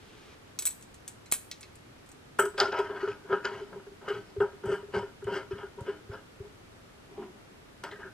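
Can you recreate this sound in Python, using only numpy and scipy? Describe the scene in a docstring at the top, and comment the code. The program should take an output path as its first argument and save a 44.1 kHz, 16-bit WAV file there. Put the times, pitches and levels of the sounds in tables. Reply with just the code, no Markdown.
"""A loose steel nut is spun by finger strokes onto a spindle nose: its threads knock and slide, ringing spindle and plate.
First a collet clicks into the nut, each tick a noise crack with a rattle, ringing steel modes; the free nut tinkles high.
Fingers thud softly and drag parts over the wooden bench; near the end a pin knocks and chirps as it slides into the collet.
All of it lies close to two microphone ports, in a workshop with a faint diffuse tail and steady coloured hiss."""
import sys
import numpy as np
from scipy import signal
from scipy.fft import rfft, irfft, next_fast_len
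from scipy.io import wavfile

SR = 44100
rng = np.random.default_rng(int(sys.argv[2]) if len(sys.argv) > 2 else 0)


def waveform_to_disk(signal):
    """Save audio, clipped to [-1, 1], as 16-bit WAV at the path in sys.argv[1]."""
    frames = np.transpose(np.atleast_2d(signal))
    scaled = np.clip(frames, -1, 1) * 32767
    samples = np.round(scaled).astype(np.int16)
    wavfile.write(sys.argv[1], SR, samples)


N = 358533   # length in samples


def from_db(db):
    """Amplitude ratio of a level in dB."""
    return np.exp(np.asarray(db) * np.log(10) / 20)


def rms_one(x):
    """Scale to rms 1."""
    return x / np.sqrt(np.mean(x ** 2) + 1e-20)


def in_time(rows):
    """Columns over time, the first (a level in dB) at -140 outside the rows."""
    s, level, *rest = np.transpose(rows)
    t = np.arange(N) / SR
    return [np.interp(t, s, level, -140, -140)] + [np.interp(t, s, column) for column in rest]


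def at_hz(points, hz):
    """Read a curve of (f, value) at hz, straight over log frequency."""
    point_hz, value = np.array(points)[:, 0], np.array(points)[:, 1]
    return np.interp(np.log(np.maximum(hz, 1)), np.log(np.maximum(point_hz, 1)), value)


def coloured(x, spectrum):
    """Unit-power minimum-phase colouring, so that nothing sounds before its cause."""
    gain = from_db(at_hz(spectrum, np.arange(1025) * SR / 2048))
    cepstrum = irfft(np.log(gain / np.sqrt(np.mean(gain ** 2))))
    # folding the cepstrum onto positive time makes the phase minimal
    cepstrum[1:1024] *= 2
    cepstrum[1025:] = 0
    response = irfft(np.exp(rfft(cepstrum)))
    return signal.fftconvolve(x, response)[:N]


def peak(x, hz, width_hz):
    """A resonance of gain 1 on top."""
    r = np.exp(-np.pi * width_hz / SR)
    poles = [1, -2 * r * np.cos(2 * np.pi * hz / SR), r * r]
    return signal.lfilter(np.array([1, 0, -1]) * (1 - r * r) / 2, poles, x)


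def pan(x, db):
    """Left is louder than right by db."""
    return x * from_db([[db / 2], [-db / 2]])


def drift(rate):
    """Slow chance of spread 1, about rate changes a second."""
    count = round(rate * N / SR) + 2
    return np.interp(np.linspace(0, count - 1, N), np.arange(count), rng.standard_normal(count))


def clicks(s, db):
    """Single-sample blows at the given times and levels."""
    out = np.zeros(N)
    np.add.at(out, np.round(np.asarray(s) * SR).astype(int), from_db(db))
    return out


def ring(x, hz, t60):
    """A unit click sets a dying sine of about height 1 ringing."""
    r, w = from_db(-60 / (t60 * SR)), 2 * np.pi * hz / SR
    return signal.lfilter([0, np.sin(w)], [1, -2 * r * np.cos(w), r * r], x + 1e-18)


def struck(s, db, modes, spread_db):
    """Every blow strikes every mode, each with its own strength; neighbours start in opposite phase."""
    luck = rng.normal(0, 1, (len(s), len(modes)))
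    out = np.zeros(N)
    for k, (hz, level_db, t60) in enumerate(modes):
        blows = clicks(s, db + level_db + spread_db * luck[:, k])
        out += (-1) ** k * ring(blows, hz, t60)
    return out


def grit(per_s, uneven_db):
    """Random small slips of uneven size and either sign; rms 1."""
    sizes = from_db(uneven_db * np.minimum(rng.exponential(1, N), 4)) * rng.choice([-1, 1], N)
    return rms_one(sizes * (rng.random(N) < per_s / SR))


def rubbed(slips, modes, wander_db):
    """Slips feed the modes, each more or less as the contact wanders; the steady answer has about their rms."""
    power = sum(from_db(2 * db) * t60 * SR / (4 * np.log(1000)) for hz, db, t60 in modes)
    out = np.zeros(N)
    for k, (hz, db, t60) in enumerate(modes):
        feed = slips * from_db(db + wander_db * drift(16))
        out += (-1) ** k * ring(feed, hz, t60)
    return out / np.sqrt(power)


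def damped(modes, share):
    """The same modes with only this share of their ringing time."""
    return [(hz, db, t60 * share) for hz, db, t60 in modes]


# hiss and rumble of the quiet workshop: f/Hz, relative level/dB per Hz
ROOM_TONE = [(12, -38), (20, -6.5), (53, -4.5), (74, -2.5), (107, 0), (177, -5.5), (270, -5), (301, -6.5),
             (388, -6.5), (590, -12), (678, -13), (1090, -15.5), (1220, -14), (12400, -34.5), (16000, -59)]
# how wide the room sounds: f/Hz, side re mid level/dB
ROOM_WIDTH = [(60, -27), (130, -9), (290, -0.5), (640, 1), (1410, 0), (3100, 2), (6820, 0), (15000, -1.5)]
ROOM_MID_DB = -55.5   # rms


def room_tone():
    """Steady hiss and rumble; mid and side are unrelated noises."""
    hz = np.fft.rfftfreq(N, 1 / SR)
    mid, side = rfft(rng.standard_normal((2, N))) * from_db(at_hz(ROOM_TONE, hz))
    mid = irfft(mid, N)
    side = irfft(side * from_db(at_hz(ROOM_WIDTH, hz)), N)
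    return from_db(ROOM_MID_DB) / np.std(mid) * np.array([mid + side, mid - side])


SHOP_T60_S, SHOP_DB = 0.46, -20


def workshop(x):
    """A diffuse dying tail, a different one on each side, starting after the first walls; weak in the bass."""
    t = np.arange(SR // 2) / SR
    tails = rng.standard_normal((2, len(t))) * from_db(-60 * t / SHOP_T60_S) * (t > .004)
    tails /= np.sqrt(np.sum(tails ** 2, axis=1, keepdims=True))
    tails = signal.sosfilt(signal.butter(2, 300, "high", fs=SR, output="sos"), tails)
    return from_db(SHOP_DB) * signal.fftconvolve(x, tails, axes=1)[:, :N]


# phase between the two microphone ports: f/Hz, lead of the left/rad
PORT_PHASE = [(300, 0), (2000, .3), (4000, .8), (7000, 1.5), (9500, 2.2), (16000, 2.1)]


def ports(x):
    """Close sound reaches the two microphone ports ever more out of step up through most of the treble."""
    size = next_fast_len(N)
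    turn = np.exp(.5j * at_hz(PORT_PHASE, np.fft.rfftfreq(size, 1 / SR)))
    return irfft(rfft(x, size) * [turn, turn.conj()], size)[:, :N]


# fingers moving small parts on the wooden bench: t/s, level/dB
RUSTLE = [(0.0, -61), (0.334, -57), (0.4, -75), (0.5, -62)]
# a later drag over the same bench: t/s, level/dB before colouring
DRAG = [(7.08, -77), (7.116, -63), (7.146, -58.5), (7.192, -42.5), (7.215, -45), (7.235, -43),
        (7.26, -49.5), (7.32, -63), (7.36, -62)]
# colours of the wood under each: f/Hz, relative level/dB per Hz
RUSTLE_COLOUR = [(180, -40), (300, 7.5), (410, 12.5), (586, -2), (638, -13), (725, -1), (3140, 2),
                 (9000, -14.5), (11700, -58), (19800, -120)]
DRAG_COLOUR = [(71, -64), (120, -40), (217, 3), (288, -3.5), (376, 9), (478, -21.5), (795, -2.5),
               (866, -19), (942, -1.5), (1270, -19.5), (3500, -26.5), (4550, -72), (7700, -120)]


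def bench():
    """Skin and small parts sliding on wood: dense grit in the colour of the surface."""
    rustle = coloured(grit(per_s=4400, uneven_db=-3.0), RUSTLE_COLOUR) * from_db(in_time(RUSTLE)[0])
    drag = grit(per_s=1500, uneven_db=-4.0) * from_db(in_time(DRAG)[0])
    return rustle + coloured(drag, DRAG_COLOUR)


# a finger lands on the nut and the bench gives: t/s, level/dB before padding, f/Hz
PUSHES = [(3.33, -50, 121), (4.087, -46, 99), (4.379, -27, 100), (4.413, -34, 150), (4.667, -30, 106),
          (4.727, -33, 111), (4.964, -28.5, 99), (5.015, -41, 123), (5.25, -30.5, 109), (5.529, -29.5, 102),
          (5.811, -27, 119), (6.095, -28.5, 107), (6.401, -31, 105)]


def fingers():
    """Soft low thuds: a padded contact of some ms, and the bench gives for a cycle or two."""
    thuds = sum(ring(clicks([s], db), hz, t60=.06) for s, db, hz in PUSHES)
    pad = np.hanning(round(.005 * SR))
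    return signal.fftconvolve(thuds, pad / pad.sum())[:N]


# a steel pin pushed into the collet: t/s, level/dB, f/Hz
PIN = [(7.91, -67, 2010), (7.917, -38.5, 1940), (7.95, -48, 1800), (7.97, -55, 1900), (8.024, -69, 1800),
       (8.03, -38.5, 1746), (8.04, -35, 1592), (8.05, -37, 1590), (8.056, -47, 1570), (8.07, -44, 1560),
       (8.09, -54, 1590), (8.12, -76, 1530)]


def pin():
    """A rough narrow squeak: a gliding tone whose strength flutters at random."""
    level_db, hz = in_time(PIN)
    return from_db(level_db) * drift(350) * np.sin(2 * np.pi * np.cumsum(hz) / SR)


# steel clicking on steel, collet in nut and nut on spindle: t/s, crack level/dB, centre f/Hz,
# then re crack: rattle level/dB, nut ring level/dB, collet ring level/dB
TICKS = [(.5891, -13.5, 6300, -7.5, -17.5, -29.5), (0.623, -32, 8700, 9, -14, -31),
         (0.6542, -11, 8600, -9, -15, -38), (.6582, -19, 8000, -7, -12, -29),
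         (0.6655, -14, 8300, -7, -12, -35), (0.6714, -12.5, 8400, -7.5, -19.5, -28),
         (.7084, -34, 8160, 3, -22, -27), (0.811, -38, 7950, -10, -28, -27),
         (.825, -36.5, 7600, -1, -29, -29), (0.943, -38, 7350, -1, -22, -25),
         (1.0784, -27.5, 8040, 2, -11, -31), (1.259, -45.5, 6760, 3.5, -31, -15),
         (1.3154, -24, 7640, 5.5, -28, -42), (1.3232, -3, 10100, -8, -29, -28.5),
         (1.3356, -25, 8340, 9.5, -30, -34), (1.514, -19.5, 5250, -8, -19, -20.5),
         (1.609, -48, 7760, 13.5, -24, -23), (1.6302, -35, 5200, -4.5, -30, -9.5),
         (1.755, -41, 7800, -1.5, -14, -24), (2.062, -49, 7950, 0, -16, -28),
         (2.09, -40, 7800, -3, -13, -27), (2.1167, -44, 7760, 1.5, -12, -26),
         (2.388, -26, 6060, -27, -12, -30), (2.396, -29, 8100, 1, 1.5, -32),
         (2.454, -29.5, 8300, -2, -14, -34), (2.5795, -24.5, 4470, -16, -39, -17),
         (2.6017, -9.5, 4370, -9.5, -45, -13.5), (2.789, -34, 6630, -5, -16, -26),
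         (3.4542, -24, 4460, -34, -44, -18), (4.086, -39, 4700, -5, -17, -23),
         (4.403, -45, 2980, -18, -40, -33), (4.658, -41, 8250, -2, -17, -32),
         (5.243, -36, 7300, -16, -31, -38), (5.808, -44, 8100, -2, -18, -32),
         (7.838, -25, 4800, -17, -20, -21), (7.913, -47.5, 3770, 5.5, -30, -36)]
ON_SPINDLE_S = 2.3   # ticks from here on happen at the spindle
EDGE = 5   # sharp first edge of a crack, re its noise
RATTLE_S, RATTLE_TAIL_S, RATTLE_TAIL_DB = .008, .032, -7   # the rattle drops quickly, then lingers
RATTLE_LUMP_DB = 1   # it comes in uneven lumps
# the harder the tick, the smaller the share of its broad part: dB re crack at a crack of -30 dB, slope
BROAD_DB, SHARE_PER_DB = -19.5, -0.0378
RATTLE_BROAD_DB = -0.5   # the rattle has less of the broad part than the crack


def cracks():
    """Noise of each tick, a crack of a few ms and a rattle about its own centre; also the rattle that shakes the collet."""
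    s, crack_db, centre_hz, rattle_db, _, collet_db = np.transpose(TICKS)
    share_db = SHARE_PER_DB * (crack_db + 30)
    t = np.arange(SR // 4) / SR
    out, shaking = np.zeros(N + SR), np.zeros(N + SR)
    lumps = np.resize(from_db(RATTLE_LUMP_DB * drift(300)), N + SR)
    dying = np.exp(-t / RATTLE_S) + from_db(RATTLE_TAIL_DB) * np.exp(-t / RATTLE_TAIL_S)
    for k, noise in enumerate(rng.standard_normal((len(s), len(t)))):
        start = round(s[k] * SR)
        span = slice(start, start + len(t))
        crack = (noise + EDGE * (t == 0)) * np.exp(-t / .0011)
        rattle = noise * lumps[span] * from_db(rattle_db[k]) * dying
        centred = peak(crack + rattle, centre_hz[k], 2.4 * centre_hz[k])
        centred = peak(centred, centre_hz[k], 0.35 * centre_hz[k])
        broad = crack + from_db(RATTLE_BROAD_DB) * rattle
        out[span] += from_db(crack_db[k]) * (centred + from_db(BROAD_DB + share_db[k]) * broad)
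        if s[k] < ON_SPINDLE_S:
            shaking[span] += from_db(crack_db[k] + collet_db[k] + 13.5) * rattle
    return out[:N], shaking[:N]


# modes of the struck steel, t60 when undamped: f/Hz, relative level/dB, t60/s
NUT = [(5955, -14, .1), (7130, -18, .08), (7700, -11, .08), (7905, -5, .14), (7970, -6, .14),
       (8035, -4, .15), (8300, -9, .05), (8900, -10, .05), (9800, -8, .09), (11990, -10, .07),
       (12200, -9, .09), (14050, -11, .06), (14215, -8, .08), (15410, -3, .07)]
COLLET = [(1940, -5.5, 0.026), (2204, -4, 0.026), (2590, -2.5, 0.031), (3440, -19, 0.021),
          (3920, -10, 0.085), (4100, -1, 0.019)]   # held in the fingers
SEATED = [(4160, -10, 0.04), (4300, -11, .03), (4800, 3.5, 0.019), (5260, -8, 0.032), (4960, -10.5, 0.048)]   # collet in the nut, on the spindle
FLANGE = [(1253, -5, 0.051), (1294, -7.5, 0.083), (1377, 0, 0.04), (1430.4, 1.5, 0.036), (1429, -3, 0.084),
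          (1530, -8, 0.091), (1612, -7, 0.076), (1798, -12.5, 0.054)]
SHAFT = [(1953, -6, .07), (2090, -4, .07), (2230, -8, .08), (2450, -6, .03), (2810, -5, .06),
         (2950, -5, .07), (3035, -5, .12), (3150, -6, .06), (3290, -5, .05)]
# spans in which the nut lies loose and rings freely: from t/s, to t/s
LOOSE = [(.5, 1.0), (2.3, 2.5)]
GRIP_DAMPING = .2   # share of the nut's ringing time left while it is gripped or seated
SEATED_DB = 5   # the seated collet rings this much more
FLANGE_BLOW_DB, SHAFT_BLOW_DB = -15, -21.5   # ticks on the spindle strike these too, re crack


def tick_rings():
    """Each tick strikes the nut and the collet; on the spindle it also strikes flange and shaft."""
    s, crack_db, _, _, ring_db, collet_db = np.transpose(TICKS)
    nut_db, collet_db = crack_db + ring_db, crack_db + collet_db
    loose = np.any([(a < s) & (s < b) for a, b in LOOSE], axis=0)
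    out = struck(s[loose], nut_db[loose], NUT, spread_db=3.0)
    out += struck(s[~loose], nut_db[~loose], damped(NUT, GRIP_DAMPING), spread_db=4.0)
    on = s > ON_SPINDLE_S
    out += struck(s[~on], collet_db[~on], COLLET, spread_db=4.0)
    out += struck(s[on], collet_db[on] + SEATED_DB, SEATED, spread_db=3.0)
    out += struck(s[on], crack_db[on] + FLANGE_BLOW_DB, FLANGE, spread_db=2.5)
    out += struck(s[on], crack_db[on] + SHAFT_BLOW_DB, SHAFT, spread_db=3.0)
    return out


# bare click of steel: f/Hz, relative level/dB per Hz
CRACK = [(200, -15), (1500, 3), (2300, 0.5), (3300, 8.5), (5000, -6), (8000, -5.5), (10500, -6.5),
         (13000, -10), (16000, 4.5)]
RATTLE_RING_DB = -14.5   # the rattle also rings the collet, re its shaking
SNAP_S, SNAP_DB, SNAP_WIDTH_S = 1.3236, -23, 0.00076   # one short dull push on the air


def collet():
    """Cracks, rattle and ringing of the ticks, and the push on the air as the collet snaps home."""
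    noise, shaking = cracks()
    rings = tick_rings() + from_db(RATTLE_RING_DB) * rubbed(shaking, COLLET, wander_db=-1.0)
    push = np.hanning(round(SNAP_WIDTH_S * SR))
    thump = signal.fftconvolve(clicks([SNAP_S], SNAP_DB), push)[:N]
    return coloured(noise, CRACK) + rings + thump


# grit between the sliding surfaces: f/Hz, relative level/dB per Hz
SCRAPE = [(1180, -23), (2000, 2.5), (2460, 1), (3030, 4.5), (3610, -5), (5010, -0.5), (5540, -2),
          (6500, -4), (8140, -14), (9000, -51), (11700, -75), (19800, -120)]
BRIGHT_HZ = 4000   # grit above this is the bright rasp


def scrape(slips, low, bright, count):
    """Slips are dealt to short waxing and waning resonances; dull grit and bright rasp have their own gains."""
    dealt = rng.integers(0, count, N)
    grains = np.zeros(N)
    for k, hz in enumerate(np.geomspace(1900, 8000, count)):
        share = slips * (dealt == k) * from_db(3.5 * drift(12))
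        grains += ring(share, hz, 60.0 / hz)
    grains = rms_one(coloured(grains, SCRAPE))
    dull = signal.sosfilt(signal.butter(3, BRIGHT_HZ, "low", fs=SR, output="sos"), grains)
    rasp = signal.sosfilt(signal.butter(3, BRIGHT_HZ, "high", fs=SR, output="sos"), grains)
    return low * dull + bright * rasp


# slides of the nut along the thread; from 7.8 s, of the pin into the collet; before the rubbing trims:
# full-speed t/s, run-up t/s, held t/s, coasting loss/dB per s, flange level/dB, then re flange:
# rocking level/dB, housing level/dB, shaft level/dB, grit level/dB, rasp level/dB, nut level/dB
SLIDES = [(2.387, 0.0012, 0.011, 234, -22, -6.5, -8, -18.5, -25, -24, -16.5),
          (2.58, 0.0089, 0.018, 225, -27, -22, -2.5, -14, -12.5, -9.5, -24),
          (2.603, 0.002, 0.008, 225, -27.5, -7.5, -4.5, -20, -14, -9.5, -45),
          (2.722, 0.006, 0.034, 260, -31.5, -8, -1, -18, -17, -23, -57),
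          (2.778, 0.035, 0.0054, 300, -40, 6, -2, -3.5, -5.5, -18, -28),
          (2.797, .015, 0.0089, 225, -37.5, -6, -6, -22, -22, -14, -33),
          (2.845, .02, 0.026, 225, -46, -1, -5, -13, -21, -30, -39),
          (2.905, 0.036, 0.019, 225, -44, 7, 6, -19, -17, -27, -44),
          (2.955, 0.023, 0.018, 225, -38.5, -18, -16, -27, -18, -22, -42),
          (3.012, 0.037, 0.038, 225, -40, 0, -3.5, -20, -16, -12.5, -40),
          (3.081, 0.019, 0.025, 222, -42.5, 4, -4.5, -20, -11.5, -13, -40),
          (3.328, 0.064, .003, 227, -29, 2, -4, -23.5, -20, -27, -53),
          (3.45, 0.014, 0.0024, 225, -29.5, -8, -3, -11.5, -14, -16, -50),
          (3.531, 0.026, 0.071, 225, -45.5, 3, -4, -11, -9.5, -11, -38),
          (3.734, 0.11, .023, 225, -55.5, 16.5, 6, -14, -20, -12, -30),
          (4.025, 0.017, 0.0081, 225, -52.5, 3, 6.5, -16, -18, -18, -33),
          (4.055, 0.014, 0.0091, 225, -47.5, 2, -2.5, -4, -17, -17, -35),
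          (4.085, .012, 0.0092, 225, -32, -4, -13.5, -12.5, -16, -17, -30),
          (4.139, 0.023, 0.014, 223, -47, 14, -7, -13, -10, -10, -26),
          (4.29, 0.068, 0.0089, 225, -65, 15, 3, -7, -1, 5, -14),
          (4.405, .002, 0.015, 295, -26.5, -1, -4, -24, -37, -30, -39),
          (4.655, 0.039, 0.034, 223, -41.5, 11, 1, -11, -23, -20.5, -22),
          (4.724, 0.059, 0.0054, 224, -34.5, 3, -8.5, -12.5, -21, -18.5, -25.5),
          (4.945, 0.021, 0.014, 209, -30, 3, -0.5, -15, -17, -17, -32.5),
          (5.271, 0.011, 0.014, 300, -38.5, 12, 3.5, -12.5, -26, -25, -34),
          (5.32, .015, .01, 225, -41.5, 0, -4, -9, -21, -14, -26),
          (5.352, 0.06, 0.011, 282, -36, -5, -3.5, -8, -17, -8, -26),
          (5.405, .015, 0.0044, 225, -53, 1, -12, -12, -24, -26, -34),
          (5.512, 0.011, 0.0094, 225, -42.5, 9.5, -15, -13, -14, -15, -36),
          (5.584, 0.026, 0.018, 202, -41.5, -2, -5.5, -11, -22, -24, -36),
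          (5.782, .005, .011, 225, -51.5, 15, 5.5, -18, -24, -22, -28),
          (5.862, 0.036, 0.03, 228, -43, 6.5, -8, -9, -21, -23, -38),
          (5.903, 0.059, 0.0039, 227, -46.5, -2, -2, -29, -20, -20, -38),
          (6.137, 0.065, 0.0062, 231, -40, -5, -4.5, -21, -21.5, -19, -34),
          (6.44, 0.12, 0.025, 225, -69.5, 24, 7, -16, -2, 0, -15),
          (7.839, .004, 0.0079, 260, -37.5, -3, 2, -15, -12, -10, -27),
          (7.916, .004, 0.024, 260, -45, 0, -15, -22, -19, -28, -32),
          (7.996, 0.01, 0.016, 260, -43, -7, -3.5, -24, -17, -32, -40),
          (8.04, .02, 0.02, 260, -44.5, -4, -15, -25, -40, -40, -46)]
RUN_UP_DB = 24.5   # gained over the run-up
CATCH_DB, CATCHES_PER_S = 1.5, 140   # the contact grips and lets go while it slides


def slides():
    """Each slide runs up, holds and coasts away; gains for flange, rocking, housing, shaft, grit, rasp and nut."""
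    s, run_up, held, coast, db, *parts = np.transpose(SLIDES)
    t = np.arange(0, N / SR, .001)
    late = t - s[:, None]
    rise_db = RUN_UP_DB * np.minimum(late, 0) / run_up[:, None]
    fall_db = coast[:, None] * np.maximum(late - held[:, None], 0)
    gains = from_db(db + np.array([0 * db, *parts])) @ from_db(rise_db - fall_db)
    # the second term offsets the power that the random catching would add
    catch = from_db(CATCH_DB * drift(CATCHES_PER_S) - CATCH_DB ** 2 * np.log(10) / 20)
    return [catch * np.interp(np.arange(N) / SR, t, gain) for gain in gains]


# thread flanks knocking on the spindle nose; from 7.1 s, knocks of the part picked up and pushed in:
# t/s when the rocking has swelled, rocking level/dB before a trim of -3 dB,
# hardness = ring of the stiffer parts re untrimmed rocking level/dB
KNOCKS = [(2.397, -16.5, 11.5), (2.438, -20, -13), (2.465, -22.5, 1), (2.549, -33, 0), (2.585, -30, 12),
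          (2.618, -16, 6.5), (2.665, -32, -6), (2.687, -22.5, -24), (2.724, -31.5, 8.5), (2.749, -30, 12),
          (2.796, -17.5, -4), (2.844, -31, -1), (2.902, -26.5, -1), (2.953, -29.5, -5), (3.035, -15, -10),
          (3.083, -21, -0.5), (3.251, -38.5, -27), (3.301, -27.5, -8), (3.309, -23.5, 0), (3.332, -14, 2),
          (3.368, -26.5, -4), (3.451, -24.5, -4), (3.521, -30.5, -11), (3.618, -29, -16), (3.735, -36.5, 5),
          (3.764, -35, -17), (3.803, -43.5, 7), (3.873, -36.5, -6), (3.92, -42.5, -19), (4.02, -42.5, 6),
          (4.086, -29, 10), (4.108, -22.5, -25), (4.153, -26, -28), (4.37, -25, -18), (4.41, -13.5, -3.5),
          (4.437, -22.5, -8), (4.536, -39, -2), (4.643, -22, -10), (4.688, -20, -22), (4.724, -16, -26),
          (4.767, -30, -8), (4.836, -35, -2), (4.89, -39, -8), (4.943, -23, -1), (4.967, -20.5, -11),
          (5.034, -27, -2), (5.229, -30.5, -6), (5.275, -19, -8), (5.324, -27.5, -3), (5.366, -22, -10),
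          (5.436, -40, -12), (5.515, -23, -12), (5.561, -36, -14), (5.637, -29.5, -3), (5.782, -30, -14),
          (5.812, -35, -26), (5.886, -21, -12), (6.095, -32.5, -26), (6.122, -36, 4), (6.407, -32.5, -22),
          (6.449, -48, -20), (7.119, -45, -22), (7.186, -30.5, -28), (7.232, -41, 5.5), (7.842, -34.5, 11),
          (7.922, -44.5, 10), (7.994, -41, 1), (8.056, -39, -11)]
# modes of spindle on plate (two close ones that beat), housing and bench: f/Hz, relative level/dB, t60/s
ROCKING = [(382, -2, .11), (410, 0, .12)]
HOUSING = [(545.4, -5, 0.068), (623.7, -11, 0.18), (683, -3.5, 0.031), (816, -3, 0.044), (886, -2.5, 0.039),
           (956, 0, 0.067), (1065, -4.5, 0.024)]
BENCH = [(111, -1, 0.17), (194.3, 6.5, 0.13), (307.7, -2.5, 0.37)]
SWELL_S = 0.0068   # a knock lands this long before the rocking has swelled
HOUSING_KNOCK_DB, FLANGE_KNOCK_DB, SHAFT_KNOCK_DB = -19.5, -13, -32   # added to the hardness
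SLIDE_DAMPING, SHAFT_DAMPING = .35, .6   # share of ringing time left in nut and shaft while rubbed
SEATED_RUB_DB = -13   # the rasp also rings the seated collet, re rasp


def thread():
    """Knocks and slides of the nut, at the end of the pin, ringing the spindle, the bench and the nut itself."""
    s, rocking_db, hard_db = np.transpose(KNOCKS)
    s = s - SWELL_S
    stiff_db = rocking_db + hard_db
    rocking = struck(s, rocking_db - 3.0, ROCKING, spread_db=1.5)
    out = struck(s, stiff_db + HOUSING_KNOCK_DB, HOUSING, spread_db=2.5)
    out += struck(s, stiff_db + FLANGE_KNOCK_DB, FLANGE, spread_db=2.5)
    out += struck(s, stiff_db + SHAFT_KNOCK_DB, SHAFT, spread_db=2.5)

    # the same slips rub all the ringing parts; the scrape has grit of its own
    flange, rock, housing, shaft, gritty, rasp, nut = slides()
    slips = grit(per_s=6000, uneven_db=2.5)
    rocking += from_db(-7) * rubbed(slips * rock, ROCKING, wander_db=1.5)
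    out += from_db(-16.5) * rubbed(slips * rock, BENCH, wander_db=4.0)
    for gain, modes in [(flange, FLANGE), (housing, HOUSING), (shaft, damped(SHAFT, SHAFT_DAMPING))]:
        out += from_db(-3) * rubbed(slips * gain, modes, wander_db=3.0)
    out += rubbed(slips * nut, damped(NUT, SLIDE_DAMPING), wander_db=6.0)
    out += from_db(SEATED_RUB_DB) * rubbed(slips * rasp, SEATED, wander_db=4.0)
    out += scrape(grit(per_s=4000, uneven_db=3.0), gritty, rasp, count=11)
    return out + peak(rocking, hz=376, width_hz=330)   # the plate radiates chiefly this range


SPINDLE_PAN_DB = 1.5   # the spindle lies a little to the left


def scene():
    """Close work at the bench, its tail in the workshop, and the room tone."""
    near = collet() + pan(thread() + pin(), SPINDLE_PAN_DB) + fingers() + bench()
    # the close sound has little below 55 Hz
    near = signal.sosfilt(signal.butter(2, 55, "high", fs=SR, output="sos"), near)
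    return ports(near) + workshop(near) + room_tone()


CUTOFF_HZ = 16300


def record(dry):
    """The top is cut steeply."""
    return signal.sosfilt(signal.cheby2(12, 70, CUTOFF_HZ, fs=SR, output="sos"), dry)


dry = scene()
out = record(dry)
waveform_to_disk(out)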